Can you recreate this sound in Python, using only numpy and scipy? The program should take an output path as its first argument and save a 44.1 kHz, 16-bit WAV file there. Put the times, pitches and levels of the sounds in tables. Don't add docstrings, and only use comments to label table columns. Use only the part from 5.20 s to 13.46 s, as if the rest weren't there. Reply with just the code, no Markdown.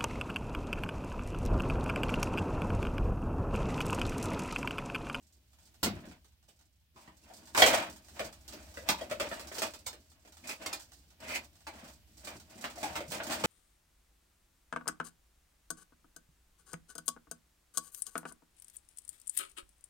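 import sys
import numpy as np
from scipy import signal
from scipy.fft import rfft, irfft
from scipy.io import wavfile

SR = 44100
rng = np.random.default_rng(int(sys.argv[2]) if len(sys.argv) > 2 else 0)


def digitize_waveform(pressure):
    field = np.atleast_2d(pressure).T
    bounded = np.clip(field, -1, 1)
    quanta = np.round(bounded * 32767).astype(np.int16)
    wavfile.write(sys.argv[1], SR, quanta)


N = 364266
BINS = np.fft.rfftfreq(2048, 1 / SR)

# f/Hz, t60/s
HUT_DECAY = [(80, 0.33), (250, 0.22), (600, 0.23), (1500, 0.18), (4000, 0.2), (9000, 0.11), (16000, 0.14)]
# f/Hz, coherence/0-1
COHERENCE = [(100, 0.91), (250, 1), (500, 0.9), (1000, 0.3), (3000, 0), (16000, 0)]
# f/Hz, level/dB
BALANCE = [(100, 3), (350, 0), (650, 4), (1000, 3), (2000, -3), (4000, -1), (8000, -8), (16000, -4)]
# f/Hz, level/dB
AIR_SPECTRUM = [(25, -20), (45, -12.5), (64, 2.5), (78, 0.5), (105, -11.5), (170, -17), (280, -26.5),
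                (450, -33.5), (1200, -36), (3000, -28.5), (5200, -33), (8300, -39.5), (10000, -36),
                (16000, -33.5)]
# t/s, level/dB
AIR_LEVEL = [(0, -70), (0.598, -62.5), (1.5, -70), (2.5, -63.5), (4, -57.5), (5, -66.5), (6.5, -62),
             (8.2, -62.5)]
# t/s, level/dB
RUSTLE_LEVEL = [(0, -70.5), (0.3, -75), (0.9, -66), (1.15, -82), (1.35, -72.5), (1.68, -89.5), (2.0, -69),
                (2.27, -62.5), (2.9, -60), (3.2, -62.5), (4.3, -57), (4.9, -69.5), (5.6, -60.5),
                (5.92, -71), (6.4, -69.5), (6.87, -69.5), (7.1, -66.5), (8.26, -47.5)]
# t/s, length/s, scrape level/dB, crinkle offset/dB
STROKES = [(0.43, .06, -74.5, 10), (0.702, 0.089, -52, -26), (0.843, 0.098, -60, -22),
           (1.772, 0.16, -65, -0.5), (2.044, 0.08, -65.5, 5.5), (2.13, 0.33, -65, 6),
           (2.378, .03, -39.5, 6), (2.453, 0.099, -27.5, -6.5), (2.576, 0.05, -33.5, -4.5),
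           (2.663, 0.02, -43, -4.5), (2.968, 0.12, -52, -0.5), (3.326, 0.074, -53.5, -3),
           (3.392, 0.66, -59.5, 2), (3.683, .04, -45, -2), (3.793, .04, -46.5, -4.5),
           (3.914, 0.015, -46, -10), (4.027, .05, -44.5, -5.5), (4.133, .07, -48.5, 3),
           (4.25, .03, -53.5, -13), (4.357, .04, -48, 5), (4.426, .05, -44.5, 1.5), (5.252, 0.061, -52, 7),
           (5.417, .13, -49, -3.5), (6.03, 0.078, -48.5, -3), (6.1, 0.057, -45.5, 0.5),
           (6.188, 0.048, -59, 0), (6.541, 0.16, -55, 2.5), (6.981, .05, -64.5, 7), (7.05, 0.1, -54, 1.5),
           (7.309, .11, -59, 2), (7.425, 0.15, -54, -1), (7.617, 0.18, -45.5, -3), (7.944, 0.036, -40, -9),
           (8.04, .05, -50, -15), (8.102, 0.34, -41.5, -10)]
# f/Hz, level/dB
SCRAPE_SPECTRUM = [(150, -33.5), (400, -16.5), (500, 1.5), (630, 7), (760, 1.5), (880, 5), (1100, -0.5),
                   (2300, -0.5), (3500, -7.5), (5500, -18.5), (10000, -43.5)]
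SHUFFLE_SPECTRUM = [(30, -34.5), (70, -6), (120, -8), (220, -2), (320, -0.5), (430, -10.5), (800, -42)]
TICK_SPECTRUM = [(1200, -53), (3000, -8), (4500, 2), (6500, 0), (8400, 1), (9800, -8.5), (12500, -8.5),
                 (16000, -5.5)]
CLACK_SPECTRUM = [(150, -37), (400, -13), (800, 5), (1000, 3), (1500, 2), (2400, -3.5), (3400, -6),
                  (5000, -21.5), (9000, -54.5)]
THUD_SPECTRUM = [(30, -25.5), (70, -2), (130, -10), (210, -3), (310, 2.5), (420, -8.5), (600, -22),
                 (1500, -62.5)]
FLOOR_SPECTRUM = [(30, -17), (70, -2), (100, -1), (130, -4), (170, 1.5), (205, 4.5), (250, -1.5), (330, -3),
                  (430, -13.5), (600, -28.5), (1500, -45.5)]
# t/s, level/dB
BUMPS = [(0.629, -37.5), (0.658, -34), (0.735, -43.5), (0.875, -52), (1.751, -63.5), (1.877, -61.5),
         (3.05, -50), (3.341, -55), (3.69, -43.5), (4.117, -60), (6.628, -54.5), (7.149, -55), (7.354, -53),
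         (7.703, -53), (7.881, -50), (8.039, -64), (8.219, -51), (8.246, -33)]
# t/s, length/s, level/dB, fade/(dB/s)
SETTLING = (0.65, 0.28, -44.5, 46)
# t/s, clack level/dB, hollow over clack/dB, tick over clack/dB, hollow f/Hz, contact time/s
KNOCKS = [(0.63, -34.5, -32, 5, 905, 0.015), (0.66, -40.5, -2, -8, 680, 0.0041),
          (0.844, -59, 2, -18, 584, 0.013), (0.913, -59.5, -9, -3.5, 746, 0.002),
          (1.045, -73, -17, 6, 1010, 0.0044), (1.285, -68.5, -23, 5.5, 750, 0.011),
          (1.761, -65.5, 6, -2, 1050, 0.02), (1.876, -59, -5, -12, 975, 0.0041),
          (2.1, -65, 11.5, -26, 670, 0.0093), (2.137, -76.5, -6, 20, 660, .004),
          (2.348, -33.5, -18, -9, 980, 0.0031), (2.376, -26.5, -8.5, -4, 663, 0.0093),
          (2.395, -26.5, 0.5, -3, 660, 0.033), (2.42, -20.5, -0.5, -5.5, 668, .006),
          (2.463, -28, -3, -1.5, 555, 0.0075), (2.53, -36, 7, -3, 658, 0.017),
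          (2.994, -38.5, 1.5, -7, 656, 0.0067), (3.05, -54.5, -7, -7, 647, 0.0065),
          (3.279, -60.5, -17, 11, 812, 0.0071), (3.325, -54.5, 0, 0, 610, 0.0051),
          (3.572, -47, 0.5, -11, 570, .003), (3.688, -29.5, -10, 0.5, 985, 0.007),
          (3.81, -54.5, 14, 2, 635, 0.0087), (3.912, -40, 4.5, -7.5, 620, 0.0055),
          (3.999, -35, 1, -4.5, 550, 0.0084), (4.114, -40.5, -0.5, -16.5, 640, 0.0046),
          (4.195, -50.5, -3, 0.5, 597, 0.0037), (4.315, -49.5, 0, -16, 624, 0.0087),
          (4.383, -47, -2, 8, 504, 0.0037), (4.419, -34.5, -4, -1, 725, 0.0046),
          (4.537, -53.5, -6, 3, 634, 0.0059), (4.665, -46.5, -22, 8, 880, 0.0074),
          (4.73, -56, -5, -1, 640, 0.002), (5.05, -64.5, 1.5, -1.5, 660, 0.018),
          (5.291, -44.5, -10, 1.5, 604, 0.032), (5.418, -54, 2, -4, 610, 0.0042),
          (5.461, -43.5, -24, 1.5, 920, 0.0082), (5.529, -45, -8, 4.5, 760, 0.0066),
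          (6.003, -62.5, -10, 4, 630, .003), (6.084, -44.5, -7, -6, 664, 0.036),
          (6.152, -45, -8, -1, 600, 0.019), (6.468, -46, -4, -5, 874, 0.013),
          (7.072, -46.5, -13, -1.5, 680, 0.0074), (7.441, -38, -10, -9, 686, 0.0085),
          (7.572, -55, 8.5, -10, 696, .003), (7.63, -39, -0.5, -3, 837, 0.013),
          (7.703, -61, 12, -15, 816, .003), (7.755, -37.5, -14, -5, 880, 0.016),
          (7.805, -47.5, 4.5, -6, 640, 0.0027), (7.919, -45.5, -0.5, 2, 646, 0.0059),
          (8.001, -39.5, -3, -23, 640, .006), (8.109, -38, -25, -1, 790, 0.021),
          (8.239, -28, -4, -7, 560, 0.029)]
# t/s, level/dB, factor on the mode frequencies
CLINKS = [(2.035, -70.5, 1.1), (4.661, -50.5, 0.91), (5.291, -51.5, 1.04), (5.462, -43, 0.87),
          (5.531, -42.5, .99), (7.918, -47, 1.68), (7.946, -48.5, 1)]
# f/Hz, level/dB, t60/s
TRINKET_MODES = [(2460, 1.5, 0.1), (3400, -58, 0.1), (3680, -2, 0.072), (4240, -9.5, 0.061),
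                 (5250, 7.5, 0.04), (6670, 6.5, 0.032), (6960, -13.5, 0.02), (7800, -6, 0.029),
                 (9280, 3.5, 0.05), (12600, -9, 0.065)]
# t/s, level/dB
POT_HITS = [(2.421, -19.5), (2.532, -40), (2.995, -61), (3.811, -50.5), (3.913, -66)]
# f/Hz, level/dB, t60/s
POT_MODES = [(570, -13, 0.15), (644, -7, 0.21), (712, -2, 0.09), (1920, 3.5, 0.096), (1968, -5.5, 0.22),
             (2260, -5.5, 0.13), (3202, -3, .09), (3257, 7.5, 0.083), (4430, -11, .09), (5000, -11, 0.094),
             (6440, -12, .06)]
# t/s, level/dB
DRAGS = [
    [(5.24, -54), (5.28, -50.5), (5.31, -41.5), (5.37, -60)],
    [(6.0, -73), (6.08, -50), (6.16, -34.5), (6.19, -44), (6.26, -69)],
]
# f/Hz, width/Hz, level/dB
VESSEL_RESONANCES = [(615, 40, -7), (2017, 70, -1), (2440, 105, 4.5), (4550, 97, -9.5), (6300, 110, -25.5)]

FIRM_DB = -40.5


def amp(db):
    return 10 ** (np.asarray(db) / 20)


def unit(x):
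    return x / np.sqrt(np.mean(x ** 2) + 1e-20)


def read(points, hz):
    f, value = np.transpose(points)
    return np.interp(np.log(hz + 1), np.log(f + 1), value)


def follow(rows):
    return amp(np.interp(np.arange(N) / SR, *np.transpose(rows), left=-np.inf, right=-np.inf))


def add(mix, s, sound):
    part = mix[:, round(s * SR):][:, :sound.shape[1]]
    part += sound[:, :part.shape[1]]


def causal(gain):
    log_gain = np.log(np.maximum(gain, 1e-5))
    mirrored = np.concatenate([log_gain, log_gain[-2:0:-1]])
    return np.fft.ifft(np.exp(np.conj(signal.hilbert(mirrored)))).real[None]


def colour(points):
    return causal(amp(read(points, BINS)))


def resonance(hz, width_hz):
    return 1 / np.hypot(1, (BINS ** 2 - hz ** 2) / (width_hz * BINS + 1e-9))


def through(x, response):
    return signal.oaconvolve(x, response, axes=1)[:, :x.shape[1]]


def air():
    hz = np.fft.rfftfreq(N, 1 / SR)
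    left, other = rfft(rng.standard_normal((2, N)))
    same = np.clip(read(COHERENCE, hz), 0, 1)
    pair = np.array([left, same * left + np.sqrt(1 - same ** 2) * other])
    level = amp(np.interp(np.arange(N) / SR, *np.transpose(AIR_LEVEL)))
    return level * unit(irfft(pair * amp(read(AIR_SPECTRUM, hz)), N))


def hut(direct=11.5, near=0.39, near_s=0.012, hold_s=0.013, left_lag_s=0.00016, size=16384):
    t = np.arange(size) / SR
    echoes = rng.standard_normal((2, size)) * (1 + near * np.exp(-t / near_s))
    echoes[:, 16] += direct
    hz, frame_s, bands = signal.stft(echoes, SR, nperseg=256)
    same = np.clip(read(COHERENCE, hz), 0, 1)[:, None]
    bands[1] = same * bands[0] + np.sqrt(1 - same ** 2) * bands[1]
    bands[0] *= np.exp(-2j * np.pi * hz * left_lag_s)[:, None]
    bands *= amp(np.outer([.5, -.5], read(BALANCE, hz)))[:, :, None]
    bands *= amp(-60 * np.maximum(frame_s - hold_s, 0) / read(HUT_DECAY, hz)[:, None])
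    return signal.istft(bands, SR, nperseg=256)[1][:, :size]


def slips(per_s, spread_db, size):
    occurs = rng.random(size) < per_s / SR
    sign = rng.choice([-1., 1.], size)
    height = np.minimum(rng.exponential(1, size), 4)
    return (sign * occurs * amp(spread_db * height))[None]


def friction(body, per_s, spread_db, spots=3, hands_hz=1.1):
    turn = 2 * np.pi * hands_hz * np.arange(N) / SR
    streams = (slips(per_s / spots, spread_db, N) * np.cos(turn + np.pi * k / spots)
               for k in range(spots))
    at_pair = sum(through(np.repeat(x, 2, 0), hut(direct=9)) for x in streams)
    return unit(through(at_pair, body))


def gesture(start_s, length_s, db, sag_db_per_s=13.5, rise_db_per_s=598.5, release_db_per_s=279.5):
    gain, first = np.zeros(N), max(round((start_s - .2) * SR), 0)
    part = gain[first:round((start_s + length_s + .4) * SR)]
    t = (first + np.arange(len(part))) / SR - start_s
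    part += amp(db - rise_db_per_s * np.maximum(-t, 0) - sag_db_per_s * np.clip(t, 0, length_s)
                - release_db_per_s * np.maximum(t - length_s, 0))
    return gain


def rubbing():
    pushing, crumpling, shifting = np.zeros((3, N))
    rustle = follow(RUSTLE_LEVEL)
    for start_s, length_s, db, crinkle_db in STROKES:
        effort = gesture(start_s, length_s, db)
        shuffle_db = -9.5 - 0.25 * (db - FIRM_DB)
        pushing = np.maximum(pushing, effort)
        crumpling = np.maximum(crumpling, effort * amp(crinkle_db))
        shifting = np.maximum(shifting, effort * amp(shuffle_db))
    scrape = friction(colour(SCRAPE_SPECTRUM), per_s=700, spread_db=3.6)
    crinkle = friction(colour(TICK_SPECTRUM), per_s=320, spread_db=5.7) * amp(-1)
    shuffle = friction(colour(SHUFFLE_SPECTRUM), per_s=600, spread_db=6.6)
    return (scrape * np.hypot(pushing, rustle * amp(-8))
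            + crinkle * np.hypot(crumpling, rustle)
            + shuffle * np.hypot(shifting, rustle * amp(-6)))


def contact(contact_s, chatter=0.33):
    t = np.arange(2048) / SR
    force = chatter * slips(per_s=900, spread_db=1.8, size=len(t)) * np.exp(-(t / contact_s) ** 2)
    force[0, 0] = 1
    return through(hut(), force)


def blow(x, db):
    return x * amp(db) / np.sqrt(np.sum(x ** 2) / (2 * .035 * SR) + 1e-20)


def taps(per_s=7, loudest_db=8.5, range_db=6, count=6):
    out, busy = np.zeros((2, N)), follow(RUSTLE_LEVEL)
    body = colour(CLACK_SPECTRUM) + colour(TICK_SPECTRUM)
    things = [blow(through(contact(contact_s=.003), body), db=0) for _ in range(count)]
    for k, (when, softness) in enumerate(rng.random((round(per_s * N / SR), 2))):
        gain = busy[int(when * N)] * amp(loudest_db - range_db * softness)
        add(out, when * N / SR, gain * things[k % count])
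    return out


def bumps():
    out, floor = np.zeros((2, N)), colour(FLOOR_SPECTRUM)
    for s, db in BUMPS:
        add(out, s, blow(through(contact(contact_s=.007), floor), db))
    return out + gesture(*SETTLING, rise_db_per_s=1498) * friction(floor, per_s=900, spread_db=1.5)


def knocks(hollow_width_hz=150, wall_width=0.1, wall_db=4):
    out, thud, tick = np.zeros((2, N)), colour(THUD_SPECTRUM), colour(TICK_SPECTRUM)
    for s, db, hollow_db, tick_db, hollow_hz, contact_s in KNOCKS:
        at_pair = contact(contact_s)
        wall_hz = 2510 * 2 ** (tick_db / 30)
        wall_peak = 1 + amp(wall_db) * resonance(wall_hz, wall_width * wall_hz) ** 2
        clack = causal(amp(read(CLACK_SPECTRUM, BINS)) * wall_peak)
        hollow = causal(resonance(hollow_hz, hollow_width_hz) * resonance(hollow_hz, 2 * hollow_width_hz))
        thud_db = -11.5 - 0.28 * (db - FIRM_DB)
        parts = [(clack, 0), (thud, thud_db), (hollow, hollow_db), (tick, tick_db)]
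        add(out, s, sum(blow(through(at_pair, body), db + above) for body, above in parts))
    return out


def ring(modes, db, wet, pitch=1, attack_s=0.0021, size=16384):
    t = np.arange(size) / SR
    phases = rng.uniform(0, 2 * np.pi, (len(modes), 1, 1)) + rng.normal(0, 0.74, (len(modes), 2, 1))
    tone = np.zeros((2, size))
    for (hz, mode_db, t60), phase in zip(modes, phases):
        side_db = read(BALANCE, hz) * np.array([[.5], [-.5]])
        tone += amp(mode_db - 60 * t / t60 + side_db) * np.sin(2 * np.pi * hz * pitch * t + phase)
    tone *= 1 - np.exp(-t / attack_s)
    echo = through(tone * amp(-600 * t), hut())
    return blow(unit(tone) + wet * unit(echo), db)


def clinks():
    out = np.zeros((2, N))
    for s, db, pitch in CLINKS:
        add(out, s, ring(TRINKET_MODES, db, wet=0.25, pitch=pitch))
    return out


def pot_clanks():
    out = np.zeros((2, N))
    for s, db in POT_HITS:
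        add(out, s, ring(POT_MODES, db, wet=0.21))
    return out


def vessel_drags():
    body = causal(sum(amp(db) * resonance(hz, width) for hz, width, db in VESSEL_RESONANCES))
    return sum(follow(pull) for pull in DRAGS) * friction(body, per_s=360, spread_db=3.2)


def scene():
    return knocks() + bumps() + pot_clanks() + clinks() + rubbing() + vessel_drags() + air() + taps()


def record(dry):
    lowpass = signal.firwin(511, cutoff=15950, window=("kaiser", 9), fs=SR)
    return signal.oaconvolve(dry, lowpass[None], "same", axes=1)


dry = scene()
out = record(dry)
digitize_waveform(out)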